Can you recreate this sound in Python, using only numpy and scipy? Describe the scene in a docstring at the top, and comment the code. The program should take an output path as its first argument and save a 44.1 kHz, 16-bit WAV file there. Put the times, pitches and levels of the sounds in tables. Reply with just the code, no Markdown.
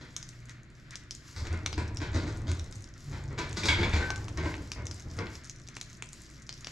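"""Kitchen drawers and a frying pan

Someone searches kitchen drawers a few metres away: loose utensils clatter and metal ones clang in the room.
Filtered clicks make the clatter; fading tones make clangs and booms; low noise makes the drawers roll.
Close by, fat spits in a warming pan, made of short noise bursts, over a low hum of wavering tones."""
import sys
import numpy as np
from scipy import signal
from scipy.fft import rfft, irfft
from scipy.io import wavfile

SR = 44100
rng = np.random.default_rng(int(sys.argv[2]) if len(sys.argv) > 2 else 0)


def to_wav(s):
    """Save 16-bit WAV."""
    ch = np.atleast_2d(s).T  # columns
    pcm = np.round(np.clip(ch, -1, 1) * 32767)  # PCM
    wavfile.write(sys.argv[1], SR, pcm.astype(np.int16))


N = 295955
TIME = np.arange(N) / SR  # seconds

# How strong each pitch is in a bright snap of fat. Each row: frequency in Hz, relative level in dB.
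SNAP = [(3800, -8.5), (4600, -14), (5300, -4.5), (6000, -0.5), (7600, -10), (8600, -17), (10500, -27),
        (15500, -44.5)]
# How strong each pitch is in the low room noise. Each row: frequency in Hz, relative level in dB.
AIR = [(20, 1.5), (48, -6.5), (140, -3), (200, -10), (340, -12.5), (450, -24.5), (650, -23.5), (850, -34.5),
       (2000, -26), (4500, -57)]


def undb(db):
    """Turn decibels into gain."""
    return 10 ** (np.asarray(db) / 20)


def over_hz(table, hz, axis=1):
    """Read one column of a table at any frequency, joining its rows on a log-frequency axis."""
    rows = np.array(table, float)
    return np.interp(np.log(hz + 1e-3), np.log(rows[:, 0]), rows[:, axis])


def unit(x, seconds):
    """Scale x to the energy of a sound of rms 1 that lasts so many seconds."""
    return x * np.sqrt(seconds * SR / np.sum(x ** 2))


def add(track, s, x):
    """Mix x into the track from time s on."""
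    i = max(int(s * SR), 0)
    track[i:i + len(x)] += x[:max(N - i, 0)]


def through(x, response):
    """Pass x through an impulse response."""
    return signal.fftconvolve(x, response)[:N]


def body(colour, stretch=1, size=2048):
    """Unit-energy response of a thing with this spectrum, falling steeply outside the table."""
    hz = np.fft.rfftfreq(size, 1 / SR) / stretch + 1
    octaves_outside = np.abs(np.log2(hz / np.clip(hz, colour[0][0], colour[-1][0])))
    level_db = over_hz(colour, hz) - np.minimum(45 * octaves_outside, 75)
    # Folding the cepstrum puts the energy at the start, so nothing sounds before the blow.
    cepstrum = irfft(np.log(undb(level_db)))
    cepstrum[1:size // 2] *= 2
    cepstrum[size // 2 + 1:] = 0
    return unit(irfft(np.exp(rfft(cepstrum))), 1 / SR)


def noise(colour):
    """Noise of rms 1 with this spectrum."""
    white = rng.standard_normal(N)
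    return unit(through(white, body(colour, size=16384)), N / SR)


def walk(rate):
    """A random wander of spread about 1, drawn from so many random points a second."""
    knots = np.arange(0, N / SR + 1, 1 / rate)
    return np.interp(TIME, knots, rng.standard_normal(len(knots)))


def envelope(events, attack_s, release_s):
    """Gain over time for rows of start, length and dB: each rises, holds and dies away."""
    gain = np.zeros(N)
    for s, length, db in events:
        rise = np.clip((TIME - s) / attack_s, 0, 1)
        fall = np.exp(-np.maximum(TIME - s - length, 0) / release_s)
        gain = np.maximum(gain, undb(db) * rise * fall)
    return gain


def ring(strikes, modes, ring_s, scatter_db=1.0, detune=0.011, jostle_rate=60):
    """A struck thing rings in its modes, high ones more briefly; jostling neighbours keep pulling the pitch."""
    out, t = np.zeros(N), TIME[:SR // 2]
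    knots = np.arange(64) / jostle_rate
    for s, level_db, *pitch in strikes:
        tone = 0
        for hz, db in modes:
            pull = np.interp(t, knots, rng.standard_normal(len(knots)))
            pulled_hz = hz * np.prod(pitch) * (1 + detune * pull)
            phase = 2 * np.pi * np.cumsum(pulled_hz) / SR
            weight = undb(db + scatter_db * rng.standard_normal()) * rng.choice([-1, 1])
            t60 = ring_s * np.sqrt(modes[0][0] / hz)  # seconds to fall by 60 dB
            tone = tone + weight * np.sin(phase) * np.exp(-np.log(1000) * t / t60)
        add(out, s, unit(tone, 0.079) * undb(level_db))
    return out


def background(air_db=1.5, flutter_db=4.0):
    """Low room noise, and a soft mid-range hiss that wavers and sometimes swells."""
    # Brief swells above the steady hiss. Each row: start in seconds, length in seconds, added gain in dB.
    swells = [(-.05, 0.33, -69), (.42, 0.13, -62), (.87, 0.087, -56)]
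    # How strong each pitch is in the hiss. Each row: frequency in Hz, relative level in dB.
    hiss_colour = [(900, -11), (1400, 2.5), (2100, 2.5), (2800, -8.5), (4500, -9.5)]
    steady_db, attack_s, release_s = -64, 0.094, 0.021
    hiss_gain = undb(steady_db) + envelope(swells, attack_s, release_s)
    hiss = noise(hiss_colour) * hiss_gain * undb(flutter_db * walk(30))
    return undb(-54.5 + air_db) * noise(AIR) + hiss


def hum(waver_db=2):
    """Mains hum and a motor tone of the appliances: steady pitches whose levels slowly waver."""
    # The humming tones. Each row: frequency in Hz, middle level in dB.
    tones = [(59.2, -59.5), (119.6, -57), (145.3, -64.5)]
    out = np.zeros(N)
    for hz, db in tones:
        tone = np.sqrt(2) * np.sin(2 * np.pi * (hz * TIME + rng.random()))
        out += undb(db + waver_db * walk(1.92)) * tone
    return out


def spit(colour, stretch=1, burst_s=0.00092, pan_s=0.044, pan_db=-20, pulse_db=11):
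    """A water droplet bursts in hot fat: a pulse, a millisecond of spray, brief echoes between the pan's walls."""
    t = TIME[:SR // 50]
    spray = np.exp(-t / burst_s)
    echoes = undb(pan_db) * np.exp(-t / pan_s)
    burst = rng.standard_normal(len(t)) * (spray + echoes)
    burst[0] = undb(pulse_db)
    return unit(through(burst, body(colour, stretch)), 0.0097)


def sizzle(count=300, scatter_db=4.0, tick_db=-5.5, hiss_db=-7.5, patchy_db=5.5, crowding=.8):
    """Tiny bubbles burst, each at its own pitch, over a fine uneven hiss; both grow as the pan warms."""
    # How strong each pitch is in the fine hiss. Each row: frequency in Hz, relative level in dB.
    sizzle_colour = [(1000, -1), (2000, -2), (3200, -4), (5000, 1.5), (6500, -1.5), (7600, -1.5),
                     (8600, -19), (10500, -12.5), (12500, -16), (15500, -46)]
    hot_db, cool_db, warming_s = -57.5, -11.5, 0.61  # final gain, shortfall at the start, time constant
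    ticks = np.zeros(N)
    for when, pitch, size in rng.random((count, 3)):
        db = tick_db + scatter_db * min(-np.log(size), 2.8)
        start_s = when ** crowding * N / SR  # below 1, crowding makes the ticks denser towards the end
        add(ticks, start_s, spit(SNAP, 2 ** (.5 * (pitch - .5))) * undb(db))
    heat = undb(hot_db + cool_db * np.exp(-TIME / warming_s))
    hiss = undb(hiss_db + patchy_db * walk(14.0)) * noise(sizzle_colour)
    return (ticks + hiss) * heat


def contacts(spread_s, count, swell_s=0., scatter_db=7.5, lead_db=-14):
    """A jolt: light touches build up to the main blow, then loose things click together in a fading run."""
    when = rng.random(count) * (swell_s + spread_s) - swell_s
    size = rng.standard_normal(count)
    sign = rng.choice([-1, 1], count)
    when[0], size[0] = 0, 0  # the main blow
    build_up = undb(lead_db * np.abs(np.minimum(when, 0)) / max(swell_s, 1 / SR))
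    shape = np.where(when < 0, build_up, np.exp(-when / spread_s))
    run = np.zeros(SR // 5)
    place = np.clip((when + swell_s) * SR, 0, len(run) - 1).astype(int)
    run[place] = sign * undb(scatter_db * size) * shape
    return run


def drawer_contents(wood_db=0.0, clatter_db=1.5, rattle_db=-4, variety=0.083, count=3):
    """Each jolt is a few runs of clicks, heard together through the wooden box, bulky utensils and
    small bright ones, each slightly shifted in pitch."""
    # Jolts of a drawer. Each row: start in seconds, build-up to the main blow in seconds,
    # relative box level in dB, relative utensil level in dB, extra level of the small bright ones in dB.
    knocks = [(0, 0.00096, -54.5, -59, 4), (1.338, 0.026, -58, -52.5, 6), (1.441, 0.0061, -61, -51, 0),
              (1.505, 0.0075, -44.5, -48, -10), (1.76, .012, -40, -45, -2.5),
              (1.995, 0.021, -42, -44, -2.5), (2.122, .025, -38.5, -44, 1.5),
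              (2.205, 0.011, -41.5, -57, 2.5), (2.255, .02, -44, -50, -1), (2.463, 0.0081, -44, -52, 5.5),
              (3.106, 0.021, -51.5, -51.5, -3.5), (3.288, 0.021, -49, -55.5, -8),
              (3.375, 0.0095, -42, -40.5, -1.5), (3.562, 0.0068, -44, -45, 7.5),
              (3.625, .012, -39.5, -40.5, 8.5), (3.682, .004, -44.5, -39, 5), (3.785, .017, -34.5, -38, -2),
              (3.924, .012, -40, -38.5, -0.5), (3.99, 0.017, -45, -43.5, -6), (4.368, .008, -40, -45, -5),
              (4.41, .027, -42.5, -43.5, -6), (4.571, 0.0076, -47.5, -69, -8),
              (4.756, 0.0047, -49.5, -51.5, -28), (5.16, 0.031, -39, -45.5, -10)]
    # How strong each pitch is in the wooden box. Each row: frequency in Hz, relative level in dB.
    wood = [(160, 3), (260, -1.5), (325, 2), (400, -3), (520, -8), (760, -20)]
    # The same for bulky utensils. Each row: frequency in Hz, relative level in dB.
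    clatter = [(400, -14.5), (600, -0.5), (787, -8.5), (938, 4.5), (1090, -3), (1500, 3), (1750, -2),
               (2150, 2), (2750, -12), (3580, -18.5)]
    # The same for small bright utensils. Each row: frequency in Hz, relative level in dB.
    rattle = [(2200, -3), (2800, -11), (3500, 6), (4600, 4), (6000, -0.5), (7500, -3.5), (8600, -17.5),
              (12000, -26)]
    out = np.zeros(N)
    for s, swell_s, box_db, utensil_db, bright_db in knocks:
        runs = [contacts(spread_s=.036, count=7, swell_s=swell_s) for _ in range(count)]
        layers = ((wood, box_db + wood_db),
                  (clatter, utensil_db + clatter_db),
                  (rattle, utensil_db + bright_db + rattle_db))
        for colour, level_db in layers:
            jolt = 0
            for run in runs:
                stretch = 1 + variety * rng.uniform(-1.08, 1)
                jolt = jolt + signal.fftconvolve(run, body(colour, stretch))
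            add(out, s, unit(jolt, 0.06) * undb(level_db))
    return out


def spits(snap_db=0, crack_db=-2):
    """The loudest spits of fat: a bright snap over a lower crack."""
    # Single spits. Each row: start in seconds, relative snap level in dB, relative crack level in dB,
    # snap pitch in Hz (6000 leaves the snap's spectrum as it is).
    pops = [(0.1648, -35, -42.5, 6200), (0.228, -43.5, -53.5, 5560), (0.2901, -47.5, -60.5, 6450),
            (0.4948, -52, -54, 6200), (0.908, -49, -64, 5840), (0.956, -41, -48.5, 5900),
            (1.109, -38, -48, 5520), (1.1504, -45.5, -61, 6250), (1.47, -51, -46, 6350),
            (1.6618, -33.5, -29.5, 6160), (1.7286, -40, -38, 4900), (1.971, -39.5, -45, 5700),
            (2.516, -43.5, -42, 6550), (2.5954, -44.5, -51, 5800), (2.725, -49, -54, 5770),
            (2.842, -51, -60, 6000), (3.39, -43.5, -40, 5800), (3.529, -46.5, -47, 6500),
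            (4.1043, -39, -36, 6200), (4.16, -45.5, -46, 5940), (4.2825, -49.5, -42, 5600),
            (4.374, -44.5, -55, 5870), (4.541, -63, -37.5, 5500), (4.7178, -37, -37.5, 5540),
            (4.8686, -40, -52, 5780), (4.912, -42, -48.5, 5100), (5.189, -43.5, -40.5, 5430),
            (5.2686, -64, -42.5, 5600), (5.3537, -48, -62, 5700), (5.4968, -41, -51.5, 6020),
            (5.6872, -48, -49.5, 6400), (5.7677, -47.5, -40, 6300), (5.8128, -39.5, -43.5, 6170),
            (5.9303, -53, -68, 6100), (6.0237, -43.5, -37, 6700), (6.131, -46, -56, 6800),
            (6.4923, -39, -43.5, 4900), (6.527, -45, -56, 5400), (6.646, -43.5, -46, 5400),
            (6.6706, -42, -39.5, 5450)]
    # How strong each pitch is in the lower crack. Each row: frequency in Hz, relative level in dB.
    crack = [(250, 1), (600, -2), (1200, 1), (1700, -3), (2300, 4.5), (3400, 0.5), (4300, -2), (5500, -14)]
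    out = np.zeros(N)
    for s, high_db, low_db, hz in pops:
        snap_part = spit(SNAP, hz / 6000) * undb(high_db + snap_db)
        crack_part = spit(crack) * undb(low_db + crack_db)
        add(out, s, snap_part + crack_part)
    return out


def runner_rumble(roll_db=-3):
    """A drawer slides along its runners: low noise that rises, holds and dies away with each pull."""
    # Pulls of a drawer. Each row: start in seconds, length in seconds, relative rumble level in dB.
    pulls = [(1.36, 0.98, -36), (2.08, 0.46, -33.5), (3.06, 0.84, -37), (3.62, 0.34, -28.5),
             (4.12, 0.44, -35), (4.75, 0.062, -34.5), (5.02, 0.1, -37.5)]
    # How strong each pitch is in the rumble. Each row: frequency in Hz, relative level in dB.
    roll_colour = [(20, -6.5), (35, -4.5), (62, -2.5), (75, 2.5), (108, 1), (155, -14), (260, -17.5),
                   (320, -12.5), (450, -24), (1800, -36.5)]
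    return undb(roll_db) * noise(roll_colour) * envelope(pulls, attack_s=0.042, release_s=0.2)


def cabinet_booms(rise_s=0.0021, decay_s=0.052):
    """The cabinet booms at its own listed times: low tones that swell quickly and soon fade."""
    # Booms of the cabinet. Each row: start in seconds, level in dB, pitch in Hz.
    booms = [(1.364, -36.5, 88), (1.512, -27, 83.8), (1.772, -28.5, 78.5), (2.149, -24.5, 89),
             (2.486, -23.5, 85.6), (2.765, -37.5, 100), (3.124, -34, 81.7), (3.686, -27.5, 79.6),
             (3.802, -25, 93), (3.936, -22, 77.8), (4.374, -31, 77.5), (4.438, -32, 76.3),
             (4.765, -35, 72.5), (5.169, -33, 97.2)]
    out, t = np.zeros(N), TIME[:SR // 2]
    for s, db, hz in booms:
        shape = (1 - np.exp(-t / rise_s)) ** 2 * np.exp(-t / decay_s)
        boom = np.sin(2 * np.pi * hz * t) * shape
        add(out, s, unit(boom, 0.027) * undb(db))
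    return out


def runner_drone(centre_hz=141, judder_hz=5, judder_db=2):
    """A runner judders into a drone during one steady pull: a tone whose pitch and level wander."""
    # The droning pull. Each row: start in seconds, length in seconds, middle level in dB.
    drones = [(3.05, 0.443, -43.5)]
    phase = 2 * np.pi * np.cumsum(centre_hz + judder_hz * walk(6.4)) / SR
    drone = np.sqrt(2) * np.sin(phase) * undb(judder_db * walk(23.1))
    return drone * envelope(drones, attack_s=0.027, release_s=0.047)


def cabinet():
    """The low sounds of the furniture: rolling runners, booms and a drone."""
    return runner_rumble() + cabinet_booms() + runner_drone()


def drawer_stops():
    """A drawer runs into its stop and its panels ring briefly."""
    # Blows on the stop. Each row: start in seconds, level in dB, pitch ratio.
    stops = [(1.778, -46.5, 0.88), (4.385, -41.5, 0.98), (4.46, -41.5, 0.93), (5.196, -40.5, 0.98)]
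    # Modes of the panels. Each row: frequency in Hz before the pitch ratio, relative level in dB.
    panels = [(350, 1.5), (662, -11), (1130, -4.5), (1660, -9), (2330, -7.5)]
    return ring(stops, panels, ring_s=0.09)


def metal_clangs():
    """Metal utensils strike each other and ring in many modes."""
    # Strikes of metal. Each row: start in seconds, level in dB, pitch ratio.
    clangs = [(3.634, -39.5, 1.1), (3.687, -28.5, 1), (3.701, -34, .98), (3.714, -40, 1.04),
              (3.735, -39.5, 1), (3.834, -37, 1.04), (3.932, -41.5, 1.08)]
    # Modes of the utensils. Each row: frequency in Hz before the pitch ratio, relative level in dB.
    metal = [(910, -8.5), (1000, -13), (1384, -18), (1530, -9), (1650, -5.5), (2186, 2.5), (2277, -3),
             (2417, -7.5), (2810, -12.5), (3203, -5.5), (3340, -1.5), (3490, -8), (3914, -9.5), (4750, -15)]
    return ring(clangs, metal, ring_s=0.081)


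def free_chimes():
    """One utensil swings free and sings on, with a steadier pitch."""
    # Strikes of the free utensil. Each row: start in seconds, level in dB.
    chimes = [(3.965, -49), (4.025, -43.5), (4.09, -47)]
    # Its modes. Each row: frequency in Hz, relative level in dB.
    free_metal = [(1535, 0), (1816, -3), (2116, -11), (2283, -11)]
    return ring(chimes, free_metal, ring_s=.24, scatter_db=0.5, detune=.0035)


def hollow_clacks():
    """A sharp, hollow clack close by: a few modes that die very fast."""
    # Clacks. Each row: start in seconds, level in dB.
    clacks = [(4.104, -43)]
    # Modes of the clack. Each row: frequency in Hz, relative level in dB.
    hollow = [(851, -1), (1130, 0.5), (1500, -0.5)]
    return ring(clacks, hollow, ring_s=0.028)


def room(x, build_s=0.0017):
    """Diffuse kitchen echoes: noise that builds up quickly and fades at its own speed in each band."""
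    # How long echoes last. Each row: frequency in Hz, time to fall by 60 dB in seconds.
    fade_times = [(100, 0.38), (300, 0.38), (1000, 0.53), (3000, 0.58), (7000, 0.28), (14000, 0.33)]
    t = TIME[:SR // 2]
    hz = np.fft.rfftfreq(len(t), 1 / SR)
    octave = np.log2(hz + 1)
    spectrum, tail = rfft(rng.standard_normal(len(t))), 0
    for centre in np.arange(6, 14.5, .5):  # bands half an octave apart
        share = np.maximum(1 - 2 * np.abs(octave - centre), 0)
        fade = np.exp(-np.log(1000) * t / over_hz(fade_times, 2 ** centre))
        band = irfft(spectrum * share, len(t)) * fade * (1 - np.exp(-t / build_s))
        tail = tail + unit(band, share.mean() / SR)
    return through(x, unit(tail, 1 / SR))


def kitchen(x, shift_hz=0.4506):
    """As someone moves between the drawers, the sound turns slowly between two patterns of echoes."""
    turn = 2 * np.pi * shift_hz * TIME
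    return room(x * np.cos(turn)) + room(x * np.sin(turn))


def ports(shared, unshared):
    """Two microphone ports hear the same sound with a small tilt and lag, and part of it differently."""
    # How the ports differ. Each row: frequency in Hz, left minus right in dB, left phase lead in radians,
    # gain of the unshared sound in dB.
    port_table = [(90, 0, 0, -32), (300, .8, 0, -20), (600, 2.5, -.25, -13), (1300, 2.5, -.6, -9),
                  (2400, .8, -.95, -8), (4400, 1.8, -.5, -6), (6500, 1, -.05, -10), (13000, 0, 0, -8)]
    hz = np.fft.rfftfreq(N, 1 / SR)
    balance, lead, apart = (over_hz(port_table, hz, axis=k) for k in (1, 2, 3))
    mid, side = rfft(shared), rfft(unshared) * undb(apart)
    channels = []
    for way in (1, -1):  # left, right
        spectrum = (mid + way * side) * undb(way * balance / 2) * np.exp(.5j * way * lead)
        channels.append(irfft(spectrum, N))
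    return np.array(channels)


def scene(wood_direct_db=-6, metal_direct_db=-4, metal_room_db=-2.5, near_room_db=-5,
          pan_room_db=-11, pan_side_db=-5, air_side_db=2, port_noise_db=-65):
    """The drawers are far and full of echo, the pan is near and dry; each port adds a faint noise of its own."""
    contents = drawer_contents()
    ringing = metal_clangs() + drawer_stops()
    near = free_chimes() + hollow_clacks()
    pan = spits() + sizzle()
    direct = pan + near + cabinet()
    direct = direct + undb(wood_direct_db) * contents + undb(metal_direct_db) * ringing
    far = contents + undb(metal_room_db) * ringing + undb(near_room_db) * near
    shared = direct + kitchen(far + undb(pan_room_db) * pan) + hum() + background()
    unshared = kitchen(far + undb(pan_side_db) * pan + cabinet()) + undb(air_side_db) * background()
    port_noise = np.array([noise(AIR), noise(AIR)])
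    return ports(shared, unshared) + undb(port_noise_db) * port_noise


def record(dry):
    """The microphones roll off in the high treble, then a steep filter cuts the top."""
    roll_off_hz, top_hz = 13000, 15300
    soft = signal.sosfilt(signal.butter(4, roll_off_hz, fs=SR, output="sos"), dry)
    return signal.sosfilt(signal.ellip(8, .2, 70, top_hz, fs=SR, output="sos"), soft)


dry = scene()
out = record(dry)
to_wav(out)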